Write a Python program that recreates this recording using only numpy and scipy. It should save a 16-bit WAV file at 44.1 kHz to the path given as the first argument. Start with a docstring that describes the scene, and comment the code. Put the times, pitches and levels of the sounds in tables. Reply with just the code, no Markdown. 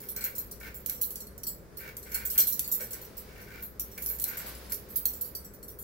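"""A potato is pushed in short strokes against a fixed upright blade in a small tiled kitchen.
Peel rasps and bangles clink from the start, hard near 0.9 s, in a dense flurry at 2.0-2.9 s, then sparsely.
Hard clinks return at 3.8-5.1 s, a soft rush peaks at 4.5 s, and the end is faint, over a low wavering hum.
Bangles are noise snaps, noise chatter and decaying modes; the rasp is random bursts through resonances.
The room is decaying noise convolved with the near sounds; the hum is a sine, the rush filtered noise."""
import sys
import numpy as np
from scipy import signal
from scipy.fft import rfft, irfft, next_fast_len
from scipy.io import wavfile
from scipy.ndimage import uniform_filter1d, map_coordinates

SR = 44100
rng = np.random.default_rng(int(sys.argv[2]) if len(sys.argv) > 2 else 0)


def wrap_up_sound(samples):
    """Save the sound to the file named by the first command line argument, as 16-bit audio."""
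    columns = np.atleast_2d(samples).T
    # keep every value between -1 and 1, then stretch to whole-number steps
    tamed = np.clip(columns, -1, 1)
    steps = np.round(tamed * 32767).astype(np.int16)
    wavfile.write(sys.argv[1], SR, steps)


N = 257396

# Wrist jolts that throw the bangles together; levels before the trims in scene() and the ring offsets:
# (time [s], snap level [dB], chatter level [dB], chatter length [s], ring level [dB])
JOLTS = [(0.002, -48, -45.5, 0.094, -48), (0.087, -36, -34, .024, -47), (0.163, -26, -37, 0.018, -41),
         (0.208, -33, -42, 0.042, -37), (0.24, -28, -27.5, 0.014, -42), (0.3513, -45, -36.5, 0.036, -41),
         (0.381, -38, -31, 0.014, -46), (0.512, -39, -40.5, .012, -42), (0.601, -44, -52, 0.067, -54),
         (0.743, -46, -41.5, 0.044, -59), (0.8612, -22, -37, 0.027, -45), (0.897, -21, -42, 0.086, -44),
         (1.013, -31, -25.5, 0.035, -38), (1.106, -29.5, -40, .025, -49), (1.157, -28, -44, 0.017, -43),
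         (1.204, -34, -41.5, 0.012, -44), (1.269, -42, -53, 0.0093, -49.5), (1.379, -37.5, -58, .016, -52),
         (1.434, -28, -42, 0.023, -55), (1.4674, -45, -31.5, 0.029, -34), (1.77, -43, -40.5, 0.043, -44.5),
         (1.968, -30, -42, 0.023, -54), (2.028, -42, -51, .038, -47), (2.117, -40, -41.5, 0.052, -43),
         (2.144, -29, -29, .021, -31.5), (2.2514, -34, -28, 0.028, -46), (2.3, -35, -30.5, 0.054, -36.5),
         (2.3785, -15, -18.5, .026, -30), (2.403, -15.5, -28, .028, -28.5),
         (2.47, -28, -26.5, 0.045, -36.5), (2.524, -36, -33, 0.027, -36), (2.594, -13.5, -29.5, 0.014, -48),
         (2.643, -55, -43, .033, -37.5), (2.675, -48, -33.5, .014, -59), (2.715, -28, -25, .04, -39),
         (2.8055, -38, -37.5, .05, -39.5), (2.907, -36, -38.5, 0.04, -46), (2.932, -31, -47, .025, -44),
         (3.014, -49, -43, .019, -50), (3.0491, -51, -50, 0.013, -51), (3.168, -46, -43, .018, -55),
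         (3.178, -47, -40, 0.014, -45), (3.413, -50, -51.5, 0.031, -53), (3.623, -48, -38.5, 0.041, -53),
         (3.7966, -21.5, -32.5, .024, -40.5), (3.914, -54, -48, 0.063, -50), (3.978, -33, -45, .07, -52),
         (4.022, -31, -34, 0.028, -57), (4.0613, -19.5, -32, .021, -39), (4.087, -33, -32, 0.052, -44),
         (4.185, -42, -40, 0.022, -52), (4.198, -25, -37, .03, -50), (4.215, -40, -31, 0.014, -57),
         (4.2404, -14.5, -50, .015, -52), (4.277, -44, -35.5, .035, -50), (4.371, -33, -33.5, 0.044, -49),
         (4.461, -46, -41.5, 0.056, -45), (4.549, -46, -52.5, 0.11, -43.5), (4.696, -50, -43, 0.028, -47),
         (4.721, -22, -30.5, .012, -40.5), (4.744, -26, -49, .019, -51), (4.903, -51, -45.5, .067, -57),
         (4.958, -29, -25.5, 0.024, -38), (5.055, -16.5, -23.5, .011, -48), (5.135, -34, -43, 0.043, -48),
         (5.21, -34, -28.5, 0.012, -44), (5.244, -48, -42.5, 0.042, -45.5), (5.3503, -34, -37, .017, -37.5),
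         (5.445, -50, -46.5, 0.025, -49.5), (5.537, -46, -50, 0.022, -57), (5.6284, -41, -45, .012, -47),
         (5.681, -51, -42.5, 0.038, -48.5), (5.787, -51, -41, 0.046, -56)]
# Ring modes of a bangle, t60 before ring_scale: (frequency [Hz], relative level [dB], t60 [s])
BANGLE_MODES = [(4188, -5, .12), (4330, -6, .05), (4629, -5, .06), (5017, -7, .08), (5450, -7, .04),
                (5722, -3, .12), (5846, -2, .11), (6976, -7, .09), (7536, -10, .1), (7719, -2, .16),
                (8053, -4, .13), (8100, -6, .11), (9571, -3, .16), (9829, 0, .17), (11229, -4, .12),
                (11830, -5, .12), (12035, 0, .19), (12349, -6, .12), (12965, -1, .17), (13813, -1, .17),
                (14050, -4, .17), (14728, -6, .16), (15420, -5, .12), (15585, -4, .15)]
# Spectrum of the contact: (frequency [Hz], relative density [dB per Hz])
SNAP_SPECTRUM = [(700, -50), (2000, -27), (3200, -19.5), (4300, -19.5), (6500, -7.5), (9000, -12),
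                 (11000, -1), (12300, 5), (13500, -5.5), (16000, -2)]
# Spectrum of the chatter after it: (frequency [Hz], relative density [dB per Hz])
CHATTER_SPECTRUM = [(1000, -52), (3200, -20), (4200, -19.5), (6200, -15), (7200, -9.5), (9500, -14),
                    (11200, -3.5), (12100, 2.5), (12700, -2.5), (13900, 6.5), (14400, -22), (15600, 1.5)]
# Hard taps of a finger ring on the blade, damped at once: (time [s], pitch [Hz], level [dB])
DAMPED_TAPS = [(0.862, 4260, -45), (0.9, 4230, -41), (1.037, 4100, -39), (1.437, 5680, -36),
               (1.44, 4480, -41.5), (2.381, 4270, -34), (2.396, 4600, -37), (2.425, 4130, -39),
               (3.7964, 4160, -54), (4.243, 4210, -34.5), (4.723, 4320, -41.5), (5.056, 4290, -29.5),
               (5.0875, 5760, -39), (5.353, 4580, -40)]
# Cutting strokes: (start [s], push length [s], release time constant [s], rasp level at end of push [dB])
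CUTS = [(0.02, 0.017, 0.026, -54.5), (0.153, .11, 0.039, -45.5), (0.6, 0.07, 0.027, -43.5),
        (0.883, 0.016, 0.017, -50), (1.784, 0.11, 0.017, -46), (2.052, .018, 0.029, -49),
        (2.109, 0.05, 0.047, -44), (2.187, 0.027, .03, -48), (2.343, .058, .018, -43),
        (2.638, .014, 0.02, -60), (2.793, 0.014, 0.029, -47), (2.93, 0.017, 0.041, -53.5),
        (3.276, .14, 0.048, -54.5), (3.467, 0.13, .022, -49.5), (3.966, 0.017, 0.014, -44.5),
        (4.091, 0.017, 0.028, -53.5), (4.248, 0.08, 0.097, -45.5), (4.706, 0.017, 0.0085, -46)]
# Resonances of the blade held against the potato: (frequency [Hz], width [Hz], relative level [dB])
BLADE_MODES = [(917, 25, -14), (1416, 36, 1.5), (1491, 38, 0.5), (1547, 45, 0.5), (1812, 116, -6),
               (2093, 89, -2), (2267, 99, -2), (2384, 88, -3.5), (2750, 95, -10.5)]
# Colour of the fine tearing of the skin: (frequency [Hz], relative density [dB per Hz])
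TEAR_SPECTRUM = [(200, -6), (1000, -4), (2300, -11), (3200, -5), (5000, -3.5), (9000, -11), (16000, 1)]
# Dull knocks of the hands on the blade's base: (time [s], level [dB])
BASE_KNOCKS = [(.9, -54), (2.385, -49), (2.797, -43), (2.816, -50.5), (2.834, -50), (4.724, -52),
               (5.058, -56)]
# Resonances of the base: (frequency [Hz], width [Hz], relative level [dB])
BASE_MODES = [(200, 47, -8), (440, 51, -6), (490, 75, 2.5), (632, 59, -8.5), (1510, 74, -5.5)]
# Decay of the room: (frequency [Hz], t60 [s])
WALL_T60 = [(300, 0.1), (2000, 0.37), (8000, 0.25), (16000, 0.28)]
# Low hum, before its trim and waver: (time [s], relative level [dB])
HUM_LEVEL = [(0, -53.5), (0.65, -50), (1.2, -59), (1.5, -54.5), (2.42, -49.5), (2.7, -59), (3.1, -57),
             (3.75, -52), (5.0, -55), (5.84, -59.5)]
# Soft rush, before its random flutter: (time [s], level [dB])
RUSH_LEVEL = [(0, -59.5), (1.6, -66.5), (2.6, -58), (3.3, -55), (3.7, -64), (4.15, -58.5), (4.5, -46.5),
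              (4.75, -56), (5.2, -59.5), (5.84, -74)]
# Colour of the rush: (frequency [Hz], relative density [dB per Hz])
RUSH_SPECTRUM = [(150, -7), (500, 4), (1000, -1), (2100, -1.5), (3200, -5.5), (4800, -4), (8000, -12.5),
                 (16000, -10)]
# Colour of the room tone: (frequency [Hz], relative density [dB per Hz])
TONE_SPECTRUM = [(15, -11), (28, -10), (45, 2), (75, -1.5), (150, -3), (270, -8.5), (500, -6), (620, -12.5),
                 (780, -20), (1400, -18.5), (2300, -27), (3200, -51), (4500, -34), (8000, -35.5)]
# Left-right likeness of the room tone: (frequency [Hz], correlation [-1 to 1])
TONE_LIKENESS = [(60, 0.78), (150, 0.93), (280, 0.78), (550, 0.58), (1500, 0), (5000, 0)]
# Faint steady resonances of the room: (frequency [Hz], width [Hz], relative level [dB])
DRONE_MODES = [(203, 18, 1.5), (411.8, 12, 1), (501.4, 13.4, -2.5)]
# Balance of the two ports: (frequency [Hz], left minus right [dB])
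PORT_BALANCE = [(60, 3), (130, -1), (800, 2.5), (2000, 1.5), (4500, -1), (6200, -2), (7300, 3.5),
                (8500, 4.5), (9700, 0), (11000, -3.5), (13000, -1.5), (14500, -7.5), (15700, -7)]

SWING_DB = 1.5  # left-right scatter from jolt to jolt
USUAL_SNAP_DB, SNAP_HALVES_DB = -32, 26  # snap t60 halves for each 26 dB over the usual
LOW_RING_DB, MIDDLE_RING_DB = -3, -2.2  # re ring level of the jolt
TOP_RING_DB = 0.2  # re chatter level of the jolt
STIRS_PER_S, STIR_LENGTH_S = 4.0, 0.019
STIR_SNAP_DB, STIR_CHATTER_DB, STIR_RING_DB, STIR_SPREAD_DB = -55, -50.5, -60, 3
BITE_S, PUSH_SWELL_DB = 0.012, 9
HUM_WAVER_DB, HUM_WAVERS_PER_S = 4.5, 7.0
TOP_HZ = 15780


def amp(db):
    """Decibels to gain."""
    return 10 ** (np.asarray(db) / 20)


def unit(x):
    """Scale to rms 1."""
    return x / np.sqrt(np.mean(x ** 2) + 1e-20)


def along(points, hz):
    """Interpolate (frequency [Hz], value) points on a log axis."""
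    f, v = np.transpose(points)
    return np.interp(np.log(hz + 1), np.log(f + 1), v)


def level(rows):
    """(time [s], level [dB]) points to one gain per sample, silent outside them."""
    s, db = np.transpose(rows)
    return amp(np.interp(np.arange(N) / SR, s, db, left=-120, right=-120))


def wobble(knots_per_s, size=N):
    """Smooth random curve through normally distributed knots."""
    knots = rng.standard_normal(int(size * knots_per_s / SR) + 4)
    return map_coordinates(knots, [np.arange(size) * knots_per_s / SR])


def filtered(x, response):
    """Multiply the spectrum of x by a response of frequency."""
    m = next_fast_len(N + SR // 4)
    spectrum = rfft(x, m) * response(np.fft.rfftfreq(m, 1 / SR))
    return irfft(spectrum, m)[..., :N]


def coloured(x, spectrum):
    """Filter x by a table of dB, then scale to rms 1."""
    return unit(filtered(x, lambda hz: amp(along(spectrum, hz))))


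def body(modes):
    """Causal response of resonances with alternating sign."""
    def response(hz):
        total = 0
        for k, (centre, width, db) in enumerate(modes):
            damping = 1j * hz * width
            total = total + (-1) ** k * amp(db) * damping / (centre * centre - hz * hz + damping)
        return total
    return response


def pair(alike):
    """White stereo noise with the given left-right correlation."""
    share = np.clip(alike, 0, 1)
    a = rng.standard_normal((3, N))
    return np.sqrt(share) * a[2] + np.sqrt(1 - share) * a[:2]


def add(track, s, sound):
    """Mix a sound in at time s."""
    start = max(round(s * SR), 0)
    part = track[..., start:start + sound.shape[-1]]
    part += sound[..., :part.shape[-1]]


def bangles(snap_trim_db, chatter_trim_db, snap_t60_s):
    """Each contact snaps, sets the neighbouring bangles chattering and leaves them ringing."""
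    t = np.arange(SR // 5) / SR
    waves = stack(t, detune=0.01205, ring_scale=0.79, count=4)
    # chatter: a swarm of tiny collisions, about a millisecond each
    collisions = amp(3.5 * np.clip(wobble(700), -2, 2))
    patches = dict(bins=4, frames=8)
    shaking = collisions * patchy(pair(0.064), depth_db=5.5, **patches)
    swarm = steady(coloured(resonant(shaking, lift_db=3.5, width_hz=39), CHATTER_SPECTRUM))
    crack = steady(coloured(patchy(pair(0.089), depth_db=4, **patches), SNAP_SPECTRUM))
    snap_gain, chatter_gain, rings = np.zeros((3, 2, N))
    for s, snap_db, chatter_db, length_s, ring_db in JOLTS + stirs(count=40):
        place = amp(SWING_DB * rng.standard_normal() * np.array([[1], [-1]]) / 2)
        # a harder contact is briefer
        t60_s = snap_t60_s * 2 ** ((USUAL_SNAP_DB - snap_db) / SNAP_HALVES_DB)
        snap = np.exp(-np.log(1000) * t / t60_s)
        chatter = np.exp(-(t / length_s) ** 2) * (1 - np.exp(-t / 0.0029))
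        group_db = [ring_db + LOW_RING_DB, ring_db + MIDDLE_RING_DB, chatter_db + TOP_RING_DB]
        add(snap_gain, s, place * amp(snap_db) * snap)
        add(chatter_gain, s, place * amp(chatter_db) * chatter)
        add(rings, s, place * clink(waves, group_db, length_s, scatter_db=9.0, follow_db=-8.0))
    snaps = amp(snap_trim_db) * snap_gain * crack
    chatters = amp(chatter_trim_db) * chatter_gain * swarm
    return snaps + chatters + rings


def stirs(count):
    """Faint contacts at chance times, as rows like those of the jolts."""
    gap, strength = rng.exponential(size=count), rng.standard_normal(count)
    rows = zip(np.cumsum(gap) / STIRS_PER_S, STIR_SPREAD_DB * strength)
    return [(s, STIR_SNAP_DB + db, STIR_CHATTER_DB + db, STIR_LENGTH_S, STIR_RING_DB + db)
            for s, db in rows if s < N / SR]


def stack(t, detune, ring_scale, count):
    """Free vibration of every mode of every bangle; no two bangles are quite alike."""
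    hz, _, t60 = np.transpose(BANGLE_MODES)
    apart = np.linspace(0, 1, count)[:, None] * detune * rng.standard_normal((count, len(hz)))
    rate = 2j * np.pi * hz * (1 + apart) - np.log(1000) / (t60 * ring_scale)
    waves = np.exp(rate[..., None] * t)
    return (waves * (1 - np.exp(-t / 0.0011))).astype(np.complex64)


def clink(waves, group_db, length_s, scatter_db, follow_db):
    """One bangle rings and knocks its neighbours in turn; each mode's phase differs between the ports."""
    hz, db, _ = np.transpose(BANGLE_MODES)
    group = np.digitize(hz, [6500, 10500])  # low, middle, top
    count = len(waves)
    follower = np.minimum(np.arange(count), 1)[:, None, None]
    shared_db = scatter_db * rng.standard_normal(len(hz))
    own_db = 2 * rng.standard_normal((count, 2, len(hz)))
    size = amp(db + follow_db * follower + shared_db + own_db)
    # each group of modes is brought to its own level
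    power = np.bincount(group, np.mean(np.sum(size ** 2, axis=0), axis=0)) / 2
    size = size * (amp(group_db) / np.sqrt(power))[group]
    size = size * np.exp(2j * np.pi * rng.random(size.shape))
    sound = np.zeros((2, waves.shape[-1]))
    for k, ring in enumerate((size.astype(np.complex64) @ waves).real):
        add(sound, length_s * k / count * rng.uniform(.6, 1.8), ring)
    return sound


def resonant(x, lift_db, width_hz):
    """Forced shaking comes out strongest near the bangles' own modes."""
    mode_hz = np.transpose(BANGLE_MODES)[0]
    grid = np.linspace(0, SR / 2, num=2048)
    nearness = np.max(1 / (1 + ((grid[:, None] - mode_hz) / width_hz) ** 2), axis=1)
    return filtered(x, lambda hz: amp(lift_db * np.interp(hz, grid, nearness)))


def patchy(x, depth_db, bins, frames):
    """Each instant favours other patches of frequency, as other bangles take part."""
    z = signal.stft(x, nperseg=512)[2]
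    field = rng.standard_normal(z.shape[1:])
    for _ in range(2):
        field = uniform_filter1d(uniform_filter1d(field, bins, 0), frames, 1)
    gain = amp(depth_db * np.clip(unit(field), -2, 2))
    return signal.istft(z * gain, nperseg=512)[1][:, :N]


def steady(x):
    """Even out the loudness of a noise, keeping its colour and fine grain."""
    power = uniform_filter1d(np.mean(x ** 2, axis=0), size=500)
    return x / np.sqrt(np.abs(power) + 1e-12)


def taps(t60_s, spread):
    """A tap sounds one short cluster of neighbouring modes."""
    t = np.arange(SR // 12) / SR
    envelope = np.exp(-np.log(1000) * t / t60_s) * (1 - np.exp(-t / 0.00016))
    track = np.zeros((2, N))
    for s, hz, db in DAMPED_TAPS:
        modes = hz * (1 + spread * np.array([0, -1, 1]))
        phase = 2 * np.pi * rng.random((3, 1)) + 0.8 * rng.standard_normal((2, 3, 1))
        ring = np.array([1, .35, .35]) @ np.sin(2 * np.pi * modes[:, None] * t + phase)
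        add(track, s, amp(db) * ring * envelope)
    return track


def peel(breaks_per_s, tear_db, rasp_db):
    """Cells burst one after another at the edge; the tiny jolts sound through the blade."""
    bursts = (rng.random(N) < breaks_per_s / SR) * pair(0.32)
    bursts = bursts * amp(1.84 * np.clip(wobble(170), -2, 2))  # the edge catches and slips
    rasp = amp(rasp_db) * unit(filtered(bursts, body(BLADE_MODES)))
    tear = amp(tear_db) * coloured(bursts, TEAR_SPECTRUM)
    return stroke_force() * (rasp + tear)


def stroke_force():
    """Every stroke bites in, swells while the hand pushes, and dies away as the peel parts."""
    t = np.arange(SR) / SR
    bite = np.minimum(t / BITE_S, 1)
    force = np.zeros(N)
    for s, push_s, release_s, db in CUTS:
        swell = amp(PUSH_SWELL_DB * (np.minimum(t / push_s, 1) - 1))
        release = np.exp(-np.maximum(t - push_s, 0) / release_s)
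        add(force, s, amp(db) * bite * swell * release)
    return force


def knocks(t60_s):
    """Soft bumps that die quickly in the base of the blade."""
    t = np.arange(SR // 4) / SR
    bump = np.exp(-np.log(1000) * t / t60_s) * (1 - np.exp(-t / 0.00067))
    push = np.zeros(N)
    for s, db in BASE_KNOCKS:
        add(push, s, amp(db) * bump)
    return push * unit(filtered(pair(0.93), body(BASE_MODES)))


def room(x):
    """The tiles answer at once, each frequency dying at its own speed."""
    hz, t, z = signal.stft(rng.standard_normal((2, SR // 2)), SR, nperseg=256)
    decay = np.exp(-np.log(1000) * t / along(WALL_T60, hz)[:, None])
    tail = signal.istft(z * decay, SR, nperseg=256)[1]
    tail = tail * (1 - np.exp(-np.arange(tail.shape[1]) / SR / 0.00077))
    return signal.fftconvolve(x, tail / np.linalg.norm(tail[0]), axes=1)[:, :N]


def background(tone_db, hum_trim_db, hum_hz, drone_db, air_db):
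    """Noise room tone and drone, a sine hum wavering in level and phase, faint air and the rush."""
    def tone_response(hz):
        # mid and side shares that give the left-right likeness
        turn = np.arccos(np.clip(along(TONE_LIKENESS, hz), -1, 1)) / 2
        return amp(along(TONE_SPECTRUM, hz)) * [np.cos(turn), np.sin(turn)]

    mid, side = filtered(pair(0), tone_response)
    tone = amp(tone_db) * unit(np.array([mid + side, mid - side]))
    drone = amp(drone_db) * unit(filtered(pair(0.87), body(DRONE_MODES)))
    waver = amp(HUM_WAVER_DB * np.clip(wobble(HUM_WAVERS_PER_S), -2, 1))
    hum_phase = 2 * np.pi * hum_hz * np.arange(N) / SR + 1.54 * wobble(9)
    hum = amp(hum_trim_db) * level(HUM_LEVEL) * waver * np.sqrt(2) * np.sin(hum_phase)
    rush = level(RUSH_LEVEL) * amp(wobble(12)) * coloured(pair(0.24), RUSH_SPECTRUM)
    return tone + drone + hum + rush + amp(air_db) * pair(0.028)


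def scene():
    """Bangles, blade and hands close by, with the room's answer and the background."""
    jingle = taps(t60_s=0.025, spread=0.05)
    jingle = jingle + bangles(snap_trim_db=-0.5, chatter_trim_db=1.5, snap_t60_s=0.031)
    # thin rings radiate no bass
    highpass = signal.butter(N=3, Wn=2200, btype="high", fs=SR, output="sos")
    jingle = signal.sosfilt(highpass, jingle)
    cutting = peel(breaks_per_s=2400, tear_db=-0.5, rasp_db=0) + knocks(t60_s=0.15)
    near = jingle + cutting
    behind = background(tone_db=-51.5, hum_trim_db=-2.1, hum_hz=59.2, drone_db=-59.0, air_db=-79)
    return near + amp(-4) * room(near) + behind


def record(dry):
    """The two ports colour the sound differently; a steep cut acts above TOP_HZ."""
    sides = np.array([[1], [-1]]) / 2

    def response(hz):
        cut = np.sqrt(1 + np.minimum(hz / TOP_HZ, 2) ** 400)
        return amp(sides * along(PORT_BALANCE, hz)) / cut

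    return filtered(dry, response)


dry = scene()
out = record(dry)
wrap_up_sound(out)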